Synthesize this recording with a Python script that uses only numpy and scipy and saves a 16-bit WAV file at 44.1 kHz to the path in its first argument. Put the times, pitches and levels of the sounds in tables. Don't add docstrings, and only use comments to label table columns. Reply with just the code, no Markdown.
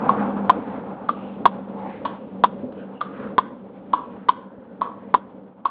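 import sys
import numpy as np
from scipy import signal
from scipy.fft import rfft, irfft
from scipy.io import wavfile

SR = 44100
rng = np.random.default_rng(int(sys.argv[2]) if len(sys.argv) > 2 else 0)


def wav_out(sig):
    wavfile.write(sys.argv[1], SR, np.round(np.clip(np.atleast_2d(sig).T, -1, 1) * 32767).astype(np.int16))


N = 251370
TIME = np.arange(N) / SR
FREQS = np.fft.rfftfreq(N, 1 / SR)

# start_s, knock_db, crack_db, dwell_s, pop_db, pop_hz, ground_db, court_db, swish_db
STROKES = [(0.0907, -14, -26.5, 0.0017, 5.5, 1085, -19, -13.5, -66),
           (1.088, -17.5, -24.5, 0.0029, 0.5, 1196, -12, -20.5, -57),
           (2.0511, -14.5, -22.5, 0.0026, -8, 1025, -0.5, -10, -68),
           (3.0082, -23.5, -26, .004, -6, 1200, -18.5, -12, -62.5),
           (3.9323, -13, -25, 0.00285, 3.5, 1030, -4.5, -11, -66.5),
           (4.8119, -18.5, -29, 0.00444, -1.5, 1053, -7.5, -7, -80.5),
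           (5.6514, -26, -26.5, 0.0034, 0.5, 1068, -5.5, -13.5, -72)]


def amp(db):
    return 10 ** (np.asarray(db) / 20)


def unit(x):
    return x / np.sqrt(np.mean(x ** 2) + 1e-20)


def read(points, hz):
    point_hz, value = np.transpose(points)
    return np.interp(np.log(hz + 1), np.log(point_hz), value)


def add(mix, start_s, sound):
    part = mix[max(round(start_s * SR), 0):][:len(sound)]
    part += sound[:len(part)]


def noise(spectrum_db, n=N):
    return unit(irfft(rfft(rng.standard_normal(n)) * amp(spectrum_db), n))


def drift(hz):
    return noise(-10 * (FREQS / hz) ** 2)


def engine(flutter_db=2.0, waver=.011, throb=.55):
    # time_s, level_db
    rumble_levels = [(0, -27), (.5, -29), (.95, -35), (1.7, -35), (2.15, -35), (2.6, -35), (2.95, -40.5),
                     (3.25, -35), (3.6, -40), (4.6, -43), (5.15, -41), (5.7, -50.5)]
    # frequency_hz, relative_db
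    rumble_shape = [(20, -30), (50, -23.5), (100, -14), (160, -10.5), (200, -1), (265, .5), (360, -11),
                    (450, -5), (545, -2.5), (650, -18), (900, -21.5), (1500, -64)]
    roar_shape = [(400, -15.5), (650, -1), (800, 4), (1000, -2), (1400, -8.5), (1900, -23), (2600, -28),
                  (4000, -55)]
    hiss_shape = [(900, 2), (1800, 5.5), (2700, 1.5), (3400, 0), (3900, -9.5), (4500, -20), (5000, -46)]
    rumble_db = np.interp(TIME, *np.transpose(rumble_levels))
    lost_db = rumble_db[0] - rumble_db
    hum_hz = 198.5 + 6 * np.exp(-TIME / .22) - 1.1 * TIME
    turns = np.cumsum(hum_hz * (1 + waver * drift(hz=9))) / SR
    tone = np.sin(2 * np.pi * turns) * (1 + throb * drift(hz=10))
    hum = amp(rumble_db[0] - 2 - 1.28 * lost_db) * unit(tone)
    rumble = amp(rumble_db) * noise(read(rumble_shape, FREQS))
    nearest_s, passing_s = 0.069, 0.24
    distance = np.hypot(1, (TIME - nearest_s) / passing_s)
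    roar = amp(-29) / distance * noise(read(roar_shape, FREQS))
    hiss = amp(-54.5 - 0.91 * lost_db) * noise(read(hiss_shape, FREQS))
    return hum + sum(part * amp(flutter_db * drift(hz=18)) for part in (rumble, roar + hiss))


def ring(t, hz, t60, swell_s):
    t = np.maximum(t, 0)
    return np.sin(2 * np.pi * hz * t) * (1 - np.exp(-(t / swell_s) ** 2)) * 10 ** (-3 * t / t60)


def blow(modes, knock_db, knock_hz, dwell_s, pop_db, pop_hz, pop_t60, swell_s, ground_s, ground_db):
    t = np.arange(SR // 4) / SR
    knock = ring(t, knock_hz, t60=0.013, swell_s=0.00054)
    body = sum(amp(db) * ring(t, hz, t60, swell_s=0.00057) for hz, db, t60 in modes)
    pop = ring(t - dwell_s, pop_hz, pop_t60, swell_s)
    ground_echo = amp(ground_db) * ring(t - dwell_s - ground_s, pop_hz, pop_t60, swell_s)
    return amp(knock_db) * (knock + body) + amp(pop_db) * (pop + ground_echo)


def crack(snap_s, rise_s, scatter_db, scatter_t60, top_hz, slap_t60=.032, snap_db=-4):
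    # frequency_hz, relative_db
    felt_shape = [(40, -15), (200, 1.5), (700, 17.5), (1400, 15), (1950, 0.5), (2700, 1.5), (3400, 6),
                  (4000, -5), (4600, -9), (5100, -37)]
    t = np.arange(SR // 4) / SR
    hz = np.fft.rfftfreq(len(t), 1 / SR)
    felt_db = read(felt_shape, hz)
    felt = noise(felt_db, len(t))
    dull_felt = noise(felt_db - 10 * np.log10(1 + (hz / top_hz) ** 20), len(t))
    slap = amp(-60 * t / slap_t60)
    snap = amp(snap_db) * np.exp(-((t - snap_s) / .003) ** 2)
    scatter = amp(scatter_db - 60 * t / scatter_t60)
    return (np.hypot(slap, snap) * felt + scatter * dull_felt) * (1 - np.exp(-t / rise_s))


def echoes(x, gain_db):
    # delay_s, relative_db
    reflections = [(0.01, -16), (0.016, -22.5), (0.0202, -25), (.0315, -35)]
    out = x.copy()
    for delay_s, db in reflections:
        add(out, delay_s, amp(db + gain_db) * x)
    return out


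def court(x, build_up_s=0.0018, taps_per_s=1200):
    # frequency_hz, t60_s
    decay = [(200, 4), (1000, 0.44), (3500, 0.5)]
    # frequency_hz, relative_db
    colour = [(150, -4.5), (650, -8.5), (1080, -5.5), (1600, 2.5), (3300, -5), (3900, -10), (4800, -7)]
    t = np.arange(SR) / SR
    taps = rng.standard_normal(SR) * (rng.random(SR) < taps_per_s / SR)
    taps *= 1 - np.exp(-(t / build_up_s) ** 2)
    hz, age_s, spectra = signal.stft(taps, SR, nperseg=256)
    spectra *= amp(read(colour, hz)[:, None] - 60 * age_s / read(decay, hz)[:, None])
    tail = signal.istft(spectra, SR, nperseg=256)[1]
    return signal.fftconvolve(x, tail / np.linalg.norm(tail))[:N]


def racket(swell_s=0.0017, pop_t60=0.025):
    # pitch_hz, relative_db, t60_s
    modes = [(307, -20, 0.22), (664, -4, 0.031), (1340, -11.5, 0.011), (2580, -29.5, 0.041),
             (3220, -26.5, 0.044)]
    direct, to_court = np.zeros(N), np.zeros(N)
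    for start_s, knock_db, crack_db, dwell_s, pop_db, pop_hz, ground_db, court_db, _ in STROKES:
        knock_hz = 1.06 * pop_hz
        pock = blow(modes, knock_db, knock_hz, dwell_s, pop_db, pop_hz, pop_t60, swell_s,
                    ground_s=.0053, ground_db=ground_db)
        slap = crack(dwell_s + swell_s, rise_s=0.0019, scatter_db=-8, scatter_t60=0.17, top_hz=4240)
        hit = pock + amp(crack_db) * slap
        add(direct, start_s, hit)
        add(to_court, start_s, amp(court_db) * hit)
    return echoes(direct, gain_db=-3) + court(to_court)


def rub(hz, octaves, top_hz=3900):
    offset = np.log2((FREQS + 1) / hz) / octaves
    band_db = -20 * np.log10(1 + (2 * offset) ** 2 + offset ** 4)
    return noise(band_db - 10 * np.log10(1 + (FREQS / top_hz) ** 18))


def swell_at(middle_s, length_s):
    return np.exp(-(2 * (TIME - middle_s) / length_s) ** 2)


def clothes_and_soles(swish_lag_s=0.16, grain_db=1.5):
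    # middle_s, length_s, level_db, centre_hz, width_octaves
    scuffs = [(0.201, 0.052, -35, 1300, 0.7), (0.689, 0.28, -51.5, 1690, 0.92), (1.836, 0.16, -36, 828, .5),
              (1.923, 0.24, -50.5, 1850, 0.88), (2.806, 0.12, -60.5, 2750, 0.54),
              (2.824, 0.15, -53, 1480, 0.44), (2.982, 0.073, -62, 2780, 0.16),
              (3.225, 0.21, -42, 1200, 0.83), (3.767, 0.067, -67, 2160, 1), (4.203, 0.25, -54, 1200, 1),
              (4.496, 0.9, -62.5, 1460, 0.42), (5.043, 0.17, -62, 1710, 0.58)]
    swishes = sum(amp(db) * swell_at(s + swish_lag_s, length_s=0.29) for s, *_, db in STROKES)
    cloth = rub(hz=2680, octaves=0.59) * swishes
    soles = sum(amp(db) * rub(hz, width) * swell_at(s, length) for s, length, db, hz, width in scuffs)
    return (cloth + soles) * amp(grain_db * drift(hz=120))


def wall(swell_s=0.0022):
    # start_s, knock_db, crack_db, dwell_s, pop_db, pitch_hz, pop_t60_s, court_db
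    rebounds = [(0.4956, 5, -13.5, .0031, 6.5, 1026, 0.03, -27),
                (1.4551, 5.5, -13, .0044, 11, 1002, 0.023, -28.5),
                (2.4378, 4.5, -13, .0042, 9, 1010, 0.022, -27),
                (3.3811, 3.5, -17.5, .0041, 8, 1035, 0.021, -20.5),
                (4.286, -4.5, -14, .0042, 8, 1020, 0.026, -19.5),
                (5.14117, 3, -16, .0041, 7, 1010, .026, -28.5)]
    # pitch_hz, relative_db, t60_s
    modes = [(291.6, -19.5, 0.019), (436, -8, 0.013), (740, -15, 0.019), (849, -12, 0.018),
             (1356, -14, 0.016), (1630, -23, 0.014), (3520, -19.5, 0.0066)]
    direct, to_court = np.zeros(N), np.zeros(N)
    t = np.arange(SR // 4) / SR
    for start_s, knock_db, crack_db, dwell_s, pop_db, hz, t60, court_db in rebounds:
        pock = blow(modes, knock_db, hz, dwell_s, pop_db, hz, t60, swell_s,
                    ground_s=.0075, ground_db=-12)
        slap = crack(dwell_s + swell_s, rise_s=0.00059, scatter_db=-16.5, scatter_t60=0.14, top_hz=3900)
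        shell = amp(-8) * ring(t - dwell_s, hz=3292, t60=0.016, swell_s=0.00058)
        hit = pock + amp(crack_db) * (slap + shell)
        add(direct, start_s, hit)
        add(to_court, start_s, amp(court_db) * hit)
    return echoes(direct, gain_db=-1.5) + court(to_court)


def steps(t60=0.074, rise_s=.001):
    # start_s, level_db
    footfalls = [(1.79, -34), (2.722, -35), (5.433, -47)]
    # frequency_hz, relative_db
    sole_shape = [(100, -6.5), (400, 0), (800, -5), (1400, -15), (2200, -34), (3400, -28.5), (4600, -42.5)]
    envelope, t = np.zeros(N), np.arange(SR // 10) / SR
    for start_s, db in footfalls:
        add(envelope, start_s, amp(db - 60 * t / t60) * (1 - np.exp(-(t / rise_s) ** 2)))
    return envelope * noise(read(sole_shape, FREQS))


def low_pass(x, hz):
    return signal.oaconvolve(x, signal.firwin(255, hz, window=("kaiser", 8), fs=SR)[None], "same")


def scene():
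    return (engine() + racket() + clothes_and_soles() + wall() + steps())[None]


def record(dry):
    thin = signal.sosfilt(signal.butter(2, 55, "highpass", fs=SR, output="sos"), dry)
    envelope = abs(signal.hilbert(thin))
    limited = thin / (1 + (envelope / 1.04) ** 12) ** (1 / 12)
    clipped = np.clip(low_pass(limited, hz=5000), -.96, .96)
    return low_pass(clipped, hz=10800)


dry = scene()
out = record(dry)
wav_out(out)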